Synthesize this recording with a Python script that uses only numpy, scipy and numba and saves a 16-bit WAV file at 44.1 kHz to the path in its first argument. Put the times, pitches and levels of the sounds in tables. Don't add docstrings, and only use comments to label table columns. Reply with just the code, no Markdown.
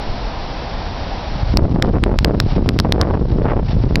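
import sys
import numpy as np
from scipy import signal
from scipy.fft import rfft, irfft
from scipy.io import wavfile
from scipy.ndimage import uniform_filter1d
from numba import njit

SR = 44100
rng = np.random.default_rng(int(sys.argv[2]) if len(sys.argv) > 2 else 0)


def wrap_up_sound(samples):
    columns = np.atleast_2d(samples).T
    tamed = np.clip(columns, -1, 1)
    steps = np.round(tamed * 32767).astype(np.int16)
    wavfile.write(sys.argv[1], SR, steps)


N = 176400
REFERENCE_M_S = 6

# t/s, speed/(m/s)
WIND_SPEEDS = [(0, 2.05), (1.28, 2.13), (1.44, 3.08), (1.52, 3.3), (1.59, 6.6), (1.65, 6.24), (1.71, 4.8),
               (1.77, 7.23), (1.86, 6.8), (1.92, 4.9), (1.958, 9), (2.0, 4.5), (2.11, 8.2), (2.16, 6.9),
               (2.21, 3.5), (2.28, 7.36), (2.38, 5.84), (2.44, 4.75), (2.49, 3.9), (2.53, 3.8), (2.58, 5.8),
               (2.66, 4.2), (2.72, 5.95), (2.78, 4.6), (2.85, 6.3), (2.92, 6.1), (2.99, 6), (3.035, 12),
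               (3.06, 7.6), (3.1, 6.4), (3.17, 6.65), (3.22, 5.8), (3.33, 5.06), (3.42, 6.2), (3.49, 10.8),
               (3.57, 6.7), (3.62, 6), (3.66, 3.9), (3.72, 3.1), (3.77, 5.5), (3.82, 3.2), (3.87, 5.25),
               (3.94, 5.2), (4, 4.6)]
def wind_speed(t):
    return np.interp(t, *np.array(WIND_SPEEDS).T)


# f/Hz, relative level/dB
EDDY_SPECTRUM = [(40, -1), (140, 0), (400, -4.5), (1100, -9), (2200, -15), (5000, -23.5)]
def eddies(speed):
    strikes_per_s, corner_hz, level_db = 210, 396, -7
    pace = speed / REFERENCE_M_S
    hits = rng.random(N) < strikes_per_s * pace / SR
    strikes = hits * rng.standard_normal(N) / np.sqrt(pace)
    turbulence = shape(unit(strikes) + .3 * rng.standard_normal(N), EDDY_SPECTRUM)
    flutter = walk(rate=90)
    corner = np.clip(corner_hz * pace ** 2.46 * 2 ** (.35 * flutter), 20, SR / 10)
    gain = undb(level_db + 1.5 * flutter) * pace ** 1.24
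    return gain * unit(lowpass(turbulence, corner, damping=1.31))


# t/s, relative level/dB, half width/ms
PRESSURE_DIPS = [(1.585, -3, 0.76), (1.591, -7, 0.25), (1.626, 1.5, 0.99), (1.642, 4.5, 0.9),
                 (1.746, 1, 0.5), (1.771, -10, 1), (1.847, 1, 0.17), (1.881, 2, 0.39), (1.956, 7.5, 0.17),
                 (1.984, -14.5, 0.17), (2.267, -28, 0.8), (2.281, 4, 0.29), (2.298, -1, 0.2),
                 (2.342, -8, 0.38), (2.377, -9, 0.79), (2.463, -1.5, 0.45), (2.626, 2, 0.5),
                 (2.66, 3, 0.17), (2.855, -1.5, 0.31), (3.033, -11, 0.17), (3.079, -7.5, 0.38),
                 (3.171, -24, 0.5), (3.218, -6, 0.39), (3.361, -2.5, 0.46), (3.409, -7, 0.63),
                 (3.465, -4, 0.17), (3.477, -20.5, 0.41), (3.52, -1.5, 0.17), (3.766, -5.5, 0.63),
                 (3.845, 11, 0.28), (3.869, -21, 0.5), (3.924, -13.5, 0.32)]
def buffets(t):
    boost_db, lag_s = 2, .00088
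    pressure = np.zeros(N)
    for at, db, half_width_ms in PRESSURE_DIPS:
        widths = (t - at - lag_s) * 1000 / half_width_ms
        pressure -= undb(db + boost_db) / (1 + widths ** 2) ** 1.05
    return pressure


# t/s, flip length/ms, gaps to further flips/ms
OVERLOADS = [ (1.5721, .09, [.2, .2]), (1.8243, .1, [.55]), (2.0384, .17, []), (2.1887, .1, []),
             (2.2466, .1, [.42, .22]), (2.4014, .1, [.55, .2]), (2.6905, .1, []), (2.7897, .1, []),
             (2.8002, .1, [.2]), (2.9232, .12, [.3, .21]), (3.0139, .09, [.19]), (3.9572, .11, [.45])]
def overload(x, t):
    full_scale, spike_ms, sample_ms = .8, .57, 1000 / SR
    for at, flip_ms, gaps in OVERLOADS:
        ms = (t - at) * 1000
        centres = np.cumsum([0, *gaps])
        outside_ms = ms - np.clip(ms, 0, centres[-1])
        spike = 1 / (1 + (outside_ms / spike_ms) ** 2) ** 2
        flipped = sum(np.clip((flip_ms / 2 - np.abs(ms - c)) / sample_ms + .5, 0, 1) for c in centres)
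        x = x * (1 - spike) + full_scale * (spike - 2 * flipped)
    return x


# f/Hz, relative level/dB
SURGE_SPECTRUM = [(14, -3.5), (25, 10.5), (55, 9), (100, 2.5), (170, -9), (400, -44)]
def surge(speed):
    onset = np.interp(speed, [1.8, 2.67], [0, 1])
    return undb(-18.5) * onset * noise(SURGE_SPECTRUM)


def puff(t, at_s=.102, width_s=.0027):
    widths = (t - at_s) / width_s
    return -undb(-5.5) * widths / (1 + widths ** 2)


# f/Hz, relative level/dB
HISS_SPECTRUM = [(120, -0.5), (170, 5.5), (260, 2), (420, -1), (620, 2), (780, 4), (950, 0.5), (1150, -5.5),
                 (1800, -10), (3100, -14), (4000, -12), (5200, -16)]
RUMBLE_SPECTRUM = [(12, -25.5), (24, -4.5), (42, -1), (55, -15), (85, -16), (130, -18.5), (300, -39.5)]
def night_air(speed):
    chop = 2.2 * (speed / REFERENCE_M_S) ** 2 * walk(rate=130)
    air = undb(-26.5) * (noise(HISS_SPECTRUM) + noise(RUMBLE_SPECTRUM))
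    return air / np.hypot(1, chop)


def gain_control(x, limit=.27):
    return x / np.maximum(follow(x, attack_s=.0024, release_s=.036) / limit, 1)


@njit
def follow(x, attack_s, release_s):
    y, envelope = np.empty(len(x)), 0.
    for i in range(len(x)):
        size = abs(x[i])
        envelope += (size - envelope) / (SR * (attack_s if size > envelope else release_s))
        y[i] = envelope
    return y


@njit
def lowpass(x, hz, damping):
    y, band_state, low_state = np.empty(len(x)), 0., 0.
    for i in range(len(x)):
        g = np.tan(np.pi * hz[i] / SR)
        band = (band_state + g * (x[i] - low_state)) / (1 + g * (g + damping))
        y[i] = low_state + g * band
        band_state, low_state = 2 * band - band_state, 2 * y[i] - low_state
    return y


def undb(db):
    return 10 ** (np.asarray(db) / 20)


def unit(x):
    return x / np.sqrt(np.mean(x ** 2))


def shape(x, points):
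    hz, db = np.array(points, float).T
    f = np.maximum(np.arange(N // 2 + 1) * SR / N, 1)
    gain = undb(np.interp(np.log(f), np.log(hz), db)) * np.minimum(f / hz[0], 1) ** 2
    return unit(irfft(rfft(x) * gain, N))


def noise(points):
    return shape(rng.standard_normal(N), points)


def walk(rate):
    hold = max(int(SR / rate), 2)
    steps = rng.standard_normal(N)[np.arange(N) // hold]
    return unit(uniform_filter1d(uniform_filter1d(steps, hold), hold))


def flatten(x, limit, hardness):
    return x / (1 + np.abs(x / limit) ** hardness) ** (1 / hardness)


def scene():
    t = np.arange(N) / SR
    speed = wind_speed(t)
    ducked = gain_control(night_air(speed) + eddies(speed))
    pressure = ducked + surge(speed) + puff(t) + buffets(t)
    return overload(flatten(pressure, limit=.72, hardness=2.87), t)[None]


def record(dry):
    band_hz, top_hz = 5750, 16500
    narrow = signal.sosfiltfilt(signal.butter(18, band_hz, fs=SR, output="sos"), dry)
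    clipped = flatten(narrow, limit=.67, hardness=27)
    return signal.sosfilt(signal.ellip(8, .2, 70, top_hz, fs=SR, output="sos"), clipped)


dry = scene()
out = record(dry)
wrap_up_sound(out)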